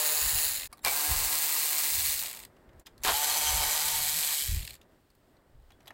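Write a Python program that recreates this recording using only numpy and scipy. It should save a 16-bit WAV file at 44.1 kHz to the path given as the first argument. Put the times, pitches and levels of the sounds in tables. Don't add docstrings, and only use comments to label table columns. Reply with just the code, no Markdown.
import sys
import numpy as np
from scipy import signal
from scipy.fft import rfft, irfft, next_fast_len
from scipy.io import wavfile
from scipy.ndimage import uniform_filter1d, map_coordinates

SR = 44100
rng = np.random.default_rng(int(sys.argv[2]) if len(sys.argv) > 2 else 0)


def dump(signal):
    limited = np.clip(np.atleast_2d(signal).T, -1, 1)
    pcm = np.round(limited * 32767).astype(np.int16)
    wavfile.write(sys.argv[1], SR, pcm)


def undo_db(level):
    steps = np.asarray(level, float) / 20
    return 10 ** steps


N = 261513
T = np.arange(N) / SR

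# frequency in Hz, spectral level in dB per Hz.
HEAD_COLOURS = [
    [(880, -27.5), (1500, -8.5), (1810, -1.5), (2210, -7), (2680, -2), (3300, -7.5), (4150, 2.5),
     (5950, -8), (6910, 4), (9230, -2.5), (10500, 4.5), (12000, -3), (14900, 4.5), (15700, 4), (16300, -26)],
    [(880, -37.5), (1500, -11.5), (1960, -3), (2170, -1.5), (2550, -4), (2810, -2), (3170, -7), (4240, 2),
     (5550, -4), (8350, 3), (10100, -2), (12100, 2.5), (15200, 0.5), (15800, 4.5), (16300, -38)],
    [(880, -37), (1500, -12.5), (1930, -3), (2060, -11), (2190, -1), (2760, -8), (3200, 0), (3470, -4),
     (4030, 1), (5770, -5.5), (8100, 2), (9140, -4.5), (12300, 0.5), (15400, -5.5), (16300, -10.5)],
]
# start, release and stop in seconds, full speed in strokes per second,
# coasting loss in strokes per second each second.
PULLS = [
    (-1, .44, .677, 152, 390),
    (.826, 2.115, 2.46, 151.5, 335),
    (3.0325, 4.38, 4.77, 150.7, 300),
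]
# bite of the pawl in seconds, head level in dB, fade while coasting in dB per
# second, hum relative to the head in dB.
BITES = [
    (-.5, -28, 37.5, -6.5),
    (0.852, -29, 55, -5),
    (3.037, -29.5, 54.5, -2.5),
]
# time in seconds, fade out and fade in in seconds, dip in dB.
SCENE_CHANGES = [
    (0.679, 0.005, 0.028, -27),
    (2.848, 0.034, 0.01, -21.5),
]
CRAWL = 30


def unit(x):
    return x / np.sqrt(np.mean(x ** 2) + 1e-20)


def noise():
    return rng.standard_normal(N)


def along(points, hz):
    f, v = np.transpose(points)
    return np.interp(np.log(hz + 1), np.log(f + 1), v)


def curve(rows):
    return np.interp(T, *np.transpose(rows))


def wobble(rate):
    coarse = T[::32]
    knots = rng.standard_normal(int(N * rate / SR) + 4)
    return np.interp(T, coarse, map_coordinates(knots, [coarse * rate]))


def coloured(x, spectrum):
    m = next_fast_len(N + 8192, True)
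    gain = undo_db(along(spectrum, np.fft.rfftfreq(m, 1 / SR)))
    cepstrum = irfft(np.log(gain + 1e-5), m)
    cepstrum[1:m // 2] *= 2
    cepstrum[m // 2 + 1:] = 0
    return irfft(rfft(x, m) * np.exp(rfft(cepstrum)), m)[:N]


def decaying(spikes, t60, rise):
    lag = np.exp(-1 / (rise * SR))
    fall = signal.lfilter([1], [1, -undo_db(-60 / (t60 * SR))], spikes)
    return signal.lfilter([1 - lag], [1, -lag], fall)


def swells(rows, floor_db):
    levels = [db - 30 * np.maximum((s - T) / rise, (T - s) / fall) for s, db, rise, fall in rows]
    return np.max(levels + [np.full(N, floor_db)], axis=0)


def garage():
    # time in seconds, drone level in dB.
    drone_db = [(.75, -59.5), (2.49, -58.5), (3, -58.5), (4.85, -61), (5.03, -64.5), (5.56, -63),
                (5.93, -60.5)]
    # frequency in Hz, spectral level in dB per Hz.
    drone_colour = [(53, -46), (90, -8.5), (199, -8.5), (263, -6.5), (337, -9), (374, -6), (465, -12.5),
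                    (662, -10), (692, -14.5), (1280, -19), (1420, -20), (1880, -21), (3000, -40),
                    (3900, -68), (6600, -120)]
    hiss_colour = [(1200, -29), (2000, -6), (3000, -2), (5000, -6), (6200, -11.5), (8200, -6.5),
                   (10200, -12.5), (12000, -10), (16000, -8.5)]
    drift, flicker = undo_db(1.2 * wobble(9)), undo_db(1.2 * wobble(14))
    drone = undo_db(curve(drone_db) - 3.5) * drift * unit(coloured(noise(), drone_colour))
    hiss = undo_db(-75.7) * flicker * unit(coloured(noise(), hiss_colour))
    return drone + hiss + undo_db(-94) * np.sin(2 * np.pi * 12021 * T)


def crank():
    missing, spin_up_s = 42, .075
    speed = np.zeros(N)
    for start, release, _, full, loss in PULLS:
        spin_up = full - missing * np.exp(-np.abs(T - start) / spin_up_s)
        run = spin_up - loss * np.maximum(T - release, 0)
        speed = np.where(T >= start, np.maximum(run, CRAWL), speed)
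    return speed


def loudness(release, speed, bite, db, fade_db):
    rise_db_per_s, slack_db, slack_s = 1501, -3, .059
    hush_db = -4.5
    stall_db, stall_rate = -12, 12
    since = T - bite
    start_db = np.where(since < 0, rise_db_per_s * since, slack_db * np.exp(-np.abs(since) / slack_s))
    coast_db = -fade_db * np.maximum(T - release, 0)
    slow_db = hush_db * np.clip((104 - speed) / 30, 0, 1)
    return db + start_db + coast_db + slow_db + stall_db * np.exp(-(speed - CRAWL) / stall_rate)


def pawl(turns, scatter_db):
    # share of the turn, level in dB.
    contacts = [
        (0, 11),
        (.34, -10),
        (.67, -9),
    ]
    spikes = np.zeros(N)
    whole = np.arange(int(turns[-1]))
    for share, db in contacts:
        luck = rng.standard_normal((len(whole), 2))
        at = np.interp(whole + share + .02 * luck[:, 0], turns, np.arange(N))
        spikes[at.astype(int)] += undo_db(db + scatter_db * luck[:, 1])
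    return spikes


def crank_hum(turns, orders):
    total = np.zeros(N)
    for k, db in orders[1:]:
        phase = 2 * np.pi * k * turns + .42 * wobble(40) + 6 * rng.random()
        total += undo_db(db + 3.6 * wobble(32)) * np.sin(phase)
    return unit(total)


def rocking(turns):
    start, stop, bound_db, else_db = 3.8, 4.28, -56, -71
    bound = np.clip(np.minimum(T - start, stop - T) / .07 + .5, 0, 1)
    level_db = else_db + (bound_db - else_db) * bound + 3 + 4.2 * wobble(18)
    return undo_db(level_db) * np.sin(2 * np.pi * turns + 1.7 * wobble(20))


def ratchet():
    # multiple of the crank
    # rate, level in dB.
    orders = [
        [(1, -4), (2, -19), (3, 5), (4, 6), (5, 6.5), (6, -2.5), (7, 4.5), (8, -2), (9, -12), (10, -3), (11, 2)],
        [(1, -40), (2, -6.5), (3, -3), (4, -2.5), (5, 3), (6, 3), (7, 4.5), (8, 2.5), (9, -2), (10, -6.5),
         (11, 3.5)],
        [(1, -9.5), (2, -20.5), (3, -12), (4, -10.5), (5, -3), (6, 2.5), (7, -13), (8, -6.5), (9, -17.5),
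         (10, -6), (11, -17)],
    ]
    # time in seconds, case noise relative to the head in dB.
    loads = [
        [(0, -12), (.1, -14.5), (.55, -17.5), (.67, -19)],
        [(.851, -3), (.95, -12), (1.55, -15.5), (1.62, -17), (1.8, -15.5), (2.11, -22.5), (2.26, -12.5),
         (2.45, -11)],
        [(3.039, -10.5), (3.067, 4), (3.117, -5.5), (3.15, -10.5), (3.65, -9.5), (4.2, -17.5), (4.32, -15.5),
         (4.39, -23), (4.75, -25)],
    ]
    # frequency in Hz, spectral level in dB per Hz.
    case_colour = [(200, -45), (330, -21.5), (440, -8.5), (680, -4.5), (900, 0.5), (1440, -5), (2200, -4.5),
                   (3500, -10), (7000, -44)]
    head_starts = (.5, .17, 1.14)
    hum_follows = .61
    sag_db_per_s = 5.5
    free_s, free_db = 4.17, -7.5

    speed = crank()
    effort = speed / speed.max()
    turns = np.cumsum(speed) / SR
    turns = turns + sum(ahead * (T >= pull[0]) for ahead, pull in zip(head_starts, PULLS))
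    contacts = pawl(turns, scatter_db=2.5) * np.clip((speed - 88) / 25, 0, 1)
    ring = unit(decaying(contacts, t60=.02, rise=.00037))
    snap = unit(decaying(contacts, t60=.0052, rise=.00005))
    clicks = .47 * ring + .3 * snap
    gears = 1.3 * effort ** 2.2 * undo_db(1.1 * wobble(12) + .94 * wobble(45))
    steady = 1 / np.sqrt(uniform_filter1d((gears + clicks) ** 2, size=SR // 12))
    head = steady * (gears + clicks) * noise()
    case = unit(coloured(steady * (gears + .11 * clicks) * noise(), case_colour))
    uneven = turns + .026 * wobble(13) + .011 * wobble(45)

    out = bar(steady * (gears + .4 * clicks) * noise())
    freed_db = free_db * np.clip((T - free_s) / .05, 0, 1)
    for pull, heard, load, colour, multiples in zip(PULLS, BITES, loads, HEAD_COLOURS, orders):
        start, release, stop, *_ = pull
        bite, db, fade_db, hum_db = heard
        case_db = curve(load)
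        level = undo_db(loudness(release, speed, bite, db, fade_db))
        on = np.clip(np.minimum(T - start, stop - T) / .0053, 0, 1)
        hum_level = undo_db(hum_db + hum_follows * case_db - sag_db_per_s * (T - bite) + freed_db)
        hum = hum_level * effort ** 5 * crank_hum(uneven, multiples)
        body = unit(coloured(head, colour)) + undo_db(case_db) * case + hum
        out = out + on * (level * body + rocking(turns))
    return out


def filtered_bursts(spikes, t60, rise, colour):
    burst = decaying(spikes, t60, rise) * noise()
    return coloured(burst, colour) / np.std(coloured(noise(), colour))


def jolts():
    # time in seconds, peak level in dB.
    snaps = [(0.0367, -11), (0.0838, -12), (0.0896, -10.5), (0.0962, -12), (0.1555, -10), (0.2606, -9),
             (0.3596, -11), (0.3854, -10), (0.399, -12), (0.4186, -11.5), (0.4669, -13), (0.4816, -12.5),
             (0.4894, -14), (0.523, -15), (0.9549, -13.5), (0.9759, -12), (0.9962, -13), (1.1157, -12),
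             (1.3537, -13), (1.3602, -13), (1.466, -11.5), (1.4923, -12.5), (1.4986, -11.5), (1.6304, -12),
             (1.7491, -12.5), (1.8219, -11.5), (1.8423, -12), (1.8547, -13), (1.8813, -12), (2.001, -11.5),
             (2.06, -8), (2.106, -12), (2.1134, -14), (2.127, -13), (2.1414, -13.5), (2.1799, -15),
             (2.1971, -17), (2.2156, -14), (2.225, -12), (2.236, -11), (3.1407, -13), (3.1753, -13),
             (3.1823, -12.5), (3.7901, -12.5), (3.8165, -13), (3.8435, -13), (3.8564, -11), (3.885, -12),
             (4.0752, -12), (4.1018, -14), (4.2082, -12), (4.3736, -15), (4.3937, -13.5), (4.4386, -15),
             (4.4637, -18), (4.4729, -17), (4.4821, -19), (4.5127, -17)]
    slow_clicks = [(0.5573, -20), (0.577, -19), (0.597, -21), (0.6082, -20), (0.619, -18.5), (0.6307, -19),
                   (0.6427, -24), (0.6548, -24.5), (2.2975, -23), (2.3038, -28), (2.312, -22),
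                   (2.3199, -33), (2.3291, -22), (2.3383, -29), (2.3482, -26.5), (2.3635, -28),
                   (2.3715, -25), (2.384, -35), (2.3909, -26), (2.4003, -26.5), (2.4193, -40),
                   (2.4247, -36), (2.4291, -31), (2.4352, -29), (2.4497, -26.5), (4.5455, -19.5),
                   (4.5537, -28), (4.561, -21), (4.568, -30), (4.5762, -27), (4.5839, -27), (4.592, -25),
                   (4.6027, -27), (4.6094, -28), (4.618, -31), (4.6236, -30), (4.6285, -28), (4.6443, -31),
                   (4.65, -21.5), (4.668, -30), (4.6753, -22), (4.6879, -35), (4.6938, -32), (4.6987, -31),
                   (4.7063, -26), (4.724, -37), (4.732, -32), (4.74, -31), (4.7524, -31.5), (4.7634, -47),
                   (2.2465, -23), (2.2582, -21), (2.2635, -26), (2.2703, -22), (2.2815, -24), (2.2895, -25)]
    # time in seconds, peak level in dB, low clank in dB.
    take_up = [(0.8484, -7.5, -14), (0.8603, -12.5, -5), (0.8729, -17, -12.5), (0.921, -20, -18),
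               (3.036, -13, -17), (3.048, -11, -6), (3.0624, -18, -12.5), (3.0794, -15, -1),
               (3.092, -18.5, 3.5), (3.108, -19, -7), (3.1402, -19.5, -14.5)]
    # frequency in Hz, spectral level in dB per Hz.
    low_colour = [(1300, -41), (1750, -4), (2300, -1), (3200, -4.5), (4300, 1), (5200, -5.5), (5900, -19.5),
                  (8000, -39.5)]
    high_colour = [(4500, -40), (5900, -13.5), (7000, -1), (8200, 2), (9500, -4.5), (12000, 0), (15500, 1),
                   (16300, -30)]
    clank_colour = [(200, -20.5), (400, -10.5), (800, -6.5), (1200, -8), (2400, -14), (3500, -11),
                    (5000, -12), (8000, -35)]
    clank_db = -23.5
    slow_t60 = .014

    crack, low, high, clank = np.zeros((4, N))
    for s, db, low_db in take_up + [(s, db - 3.5, clank_db) for s, db in snaps]:
        at = round(s * SR)
        crack[at] = undo_db(db - 7.5)
        clank[at] = undo_db(db + low_db - 11)
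    for s, db in slow_clicks:
        at = round(s * SR)
        tilt_db = 2.2 * rng.standard_normal()
        low[at] = undo_db(db - 15 + tilt_db)
        high[at] = undo_db(db - 9.5 - .33 * tilt_db)
        clank[at] = undo_db(db + clank_db - 12.5)
    slow = filtered_bursts(low, 1.44 * slow_t60, .00058, low_colour)
    slow = slow + filtered_bursts(high, slow_t60, .00024, high_colour)
    bright = unit(coloured(noise(), HEAD_COLOURS[1]))
    dull = unit(coloured(noise(), clank_colour))
    return slow + decaying(crack, .0066, .0002) * bright + decaying(clank, .082, .001) * dull


def dulled(x):
    slow = np.clip(.7 * (1 - crank() / PULLS[-1][3]), 0, 1)
    return x + slow * (uniform_filter1d(x, size=3) - x)


def bay(x, t60):
    t = T[:SR // 4]
    tail = undo_db(-60 * t / t60) * rng.standard_normal(len(t)) * (t > .002)
    return signal.fftconvolve(x, tail / np.linalg.norm(tail))[:N]


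def puffs():
    # time in seconds, peak level in dB, rise and fall in seconds.
    gusts = [(.26, -37.5, 0.117, 0.07), (.35, -33, .07, .07), (.47, -51, 0.22, 0.43),
             (.66, -48.5, 0.08, 0.12), (.89, -51.5, 0.183, .2), (1.115, -32, 0.057, 0.27),
             (1.25, -43.5, .2, .15), (2.0, -44.5, 0.216, 0.366), (2.76, -54.5, 0.363, .25),
             (3.0, -55, 0.2, 0.35), (3.06, -38, 0.04, 0.2), (3.3, -55.5, .2, .15), (3.46, -47.5, 0.091, .3),
             (3.56, -34, .2, 0.242), (3.93, -48.5, 0.31, 0.65), (4.5, -28, 0.051, 0.23),
             (4.55, -27, 0.116, 0.17), (5.57, -52, .15, 0.442)]
    # frequency in Hz, spectral level in dB per Hz.
    puff_colour = [(8.8, -36.5), (15, -2), (43, 5), (70, 2.5), (151, -12.5), (239, -28), (269, -39),
                   (350, -32.5), (460, -63), (770, -120)]
    swings = undo_db(3.7 * wobble(25)) * coloured(noise(), puff_colour)
    held = swings / np.sqrt(np.abs(uniform_filter1d(swings ** 2, size=SR // 12)) + 1e-12)
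    return undo_db(swells(gusts, floor_db=-71)) * held


def socket():
    # time in seconds, peak, knock and sizzle levels in dB, ring in Hz.
    ticks = [(0.7276, -38, -7, 2, 4520), (2.5656, -53.5, -8, -18, 2230), (2.6903, -54.5, -8, -16.5, 3300),
             (2.7307, -58.5, -11, -20, 2420), (2.796, -45, -28, 0, 7500), (2.86, -44, -17.5, -14, 3600),
             (2.867, -36.5, -11.5, -5, 3070), (2.873, -43, -6.5, -9, 3527), (2.9786, -51, -19, -1, 4360),
             (3.0038, -62, -11, -0.5, 3670), (4.8135, -46, -21, -9, 3198), (4.828, -57, -15.5, -15, 3200),
             (5.102, -57, -16, -2.5, 4560), (5.1507, -64, -7, 1.5, 4580), (5.3669, -61, -13, -14, 4157),
             (5.704, -49, -5.5, -18, 2670), (5.7184, -53, -5, -6.5, 3420), (5.8043, -51.5, -6, -12, 2650),
             (5.8572, -53.5, -6, -19, 4500), (5.871, -42, -9.5, -16, 3350), (5.8777, -37, -12, -9, 3380),
             (5.905, -44, 3, -13, 2520)]
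    # time in seconds, peak level in dB.
    touches = [(.716, -59), (.7723, -52), (.7798, -52), (0.7912, -51), (2.9873, -64), (3.02, -52),
               (3.027, -47), (4.92, -67), (5.112, -69), (5.419, -72), (5.5994, -70.5), (5.6227, -68),
               (5.819, -63), (5.829, -62), (5.864, -58)]
    # knock and sizzle in dB, ring in Hz.
    touch_tone = (-4.5, 1.6, 3900)
    # frequency in Hz, spectral level in dB per Hz.
    knock_colour = [(300, -30.5), (800, 4), (1000, -2), (1200, 0), (1500, -8), (1850, -1.5), (2600, -9.5),
                    (4000, -45)]
    body_colour = [(1000, -32.5), (2200, -3.5), (4000, 0), (6500, -1), (9000, -10)]
    sizzle_colour = [(4000, -21.5), (7500, 2), (11000, 3), (16000, -1.5)]
    tick_t60, touch_t60, sizzle_t60 = .03, .018, .03

    knock, body, sizzle = np.zeros((3, N + SR))
    t = T[:SR // 5]
    contacts = [(*row, tick_t60) for row in ticks] + [(*row, *touch_tone, touch_t60) for row in touches]
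    for s, db, knock_db, sizzle_db, hz, t60 in contacts:
        shape = undo_db(db - 60 * t / t60) * (1 - np.exp(-t / .0009))
        rough = uniform_filter1d(rng.standard_normal((2, len(t))), size=40, axis=1) * 4.06
        ring = rough[0] * np.sin(2 * np.pi * hz * t) + rough[1] * np.cos(2 * np.pi * hz * t)
        low, mid, high = rng.standard_normal((3, len(t)))
        at = slice(round(s * SR), round(s * SR) + len(t))
        knock[at] += undo_db(knock_db - 4 + .2 * db) * shape ** .7 * low
        body[at] += shape * (undo_db(-.5) * ring + undo_db(-4) * mid)
        sizzle[at] += undo_db(sizzle_db + 1.5 - 60 * t / sizzle_t60) * shape * high
    bright = coloured(body[:N], body_colour) + coloured(sizzle[:N], sizzle_colour)
    return undo_db(12) * coloured(knock[:N], knock_colour) + bright


def pings():
    # time in seconds, level in
    # dB, frequency in Hz, decay of 60 dB in seconds.
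    clear_rings = [(0.727, -44.5, 9700, 0.042), (0.727, -42, 1189, 0.061), (.728, -50.5, 4550, .04),
                   (.728, -49.5, 2220, .05), (.851, -27.5, 2350, .06), (.873, -26.5, 2300, 0.126),
                   (0.919, -33.5, 820, 0.14), (2.868, -50, 3520, .045), (2.866, -55, 1710, .04),
                   (2.87, -55, 850, .04), (2.863, -49.5, 5000, 0.047), (5.151, -72, 12000, .025),
                   (5.151, -72, 13900, .03), (5.151, -70, 15000, .03), (5.151, -74, 10000, .03),
                   (5.6, -74, 15200, .03), (5.878, -54, 12240, .025), (5.878, -60, 8086, .035),
                   (5.877, -49, 3920, .05), (5.722, -68, 3370, .15), (5.858, -72, 11370, .15),
                   (5.878, -51, 11300, 0.06), (5.878, -50, 3340, 0.076), (5.906, -43, 1820, 0.0305),
                   (.859, -31, 848, .05), (.874, -30, 1150, .03), (0.88, -31, 2307, 0.063),
                  (3.049, -32, 3150, .03), (3.052, -29, 1700, .03), (3.064, -31.5, 1000, .05),
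                  (3.074, -27, 950, .05), (3.082, -27.5, 900, .05), (3.096, -28, 860, .06),
                  (3.06, -28, 4250, .03), (3.079, -29, 3900, .03), (3.087, -29, 4700, .03),
                  (.849, -27, 4950, .025), (.881, -31, 5100, .025), (3.099, -30, 3200, .03),
                  (3.105, -28, 940, .06), (3.132, -35, 800, .08), (3.143, -32.5, 840, .08)]
    out = np.zeros(N)
    for s, db, hz, t60 in clear_rings:
        level_db = db - 60 * np.abs(T - s) / t60 + 2.5 * wobble(150)
        out += (T > s) * undo_db(level_db) * np.sin(2 * np.pi * hz * T)
    return out


def trigger():
    # start and end in seconds, level in dB.
    whines = [
        (.816, .834, -65),
        (3.013, 3.027, -64),
    ]
    on = sum(undo_db(db) * np.clip(np.minimum(T - a, b - T) / .004, 0, 1) for a, b, db in whines)
    multiples_db = (-5.5, 2.5, -1, -9)
    return on * sum(undo_db(db) * np.sin(2 * np.pi * 3720 * k * T) for k, db in enumerate(multiples_db, 1))


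def bar(shake):
    # frequency in Hz, bandwidth in Hz, level in dB.
    modes = [(880, 120, -5), (2260, 80, -9), (3150, 150, -2), (4200, 220, -3), (4900, 790, -2),
             (6060, 120, -0.5), (7140, 450, -5)]
    # time in seconds, peak level in dB, rise and fall in seconds.
    binds = [
        (3.25, -35.5, .25, 1),
        (3.49, -34, 0.22, 0.15),
        (3.61, -34, 0.099, 0.52),
        (3.9, -43, .3, .3),
    ]
    rings = np.zeros(N)
    for hz, width, db in modes:
        mode = unit(signal.lfilter(*signal.iirpeak(hz, hz / width, SR), shake))
        rings += undo_db(db + 4.8 * wobble(25)) * mode
    on = (T > BITES[-1][0]) * (T < PULLS[-1][1])
    return on * undo_db(swells(binds, floor_db=-120) + 3.5) * unit(rings)


def scene():
    tool = dulled(ratchet() + jolts()) + socket() + pings() + trigger()
    first = T < SCENE_CHANGES[0][0]
    echo = first * bay(tool, t60=.13) + bay(tool * ~first, t60=.13)
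    return (tool + undo_db(-14) * echo + puffs() + garage())[None]


def low_pass(x):
    return signal.sosfilt(signal.butter(12, 17070, fs=SR, output="sos"), x)


def record(dry):
    for s, fade_out, fade_in, db in SCENE_CHANGES:
        dip = np.where(T < s, 1 - (s - T) / fade_out, 1 - (T - s) / fade_in)
        dry = dry * undo_db(db * np.clip(dip, 0, 1) ** 1.3)
    limit = [(15900, 0), (16150, -30), (16600, -55), (17500, -70)]  # Hz, dB
    return low_pass(coloured(dry[0], limit)[None])


dry = scene()
out = record(dry)
dump(out)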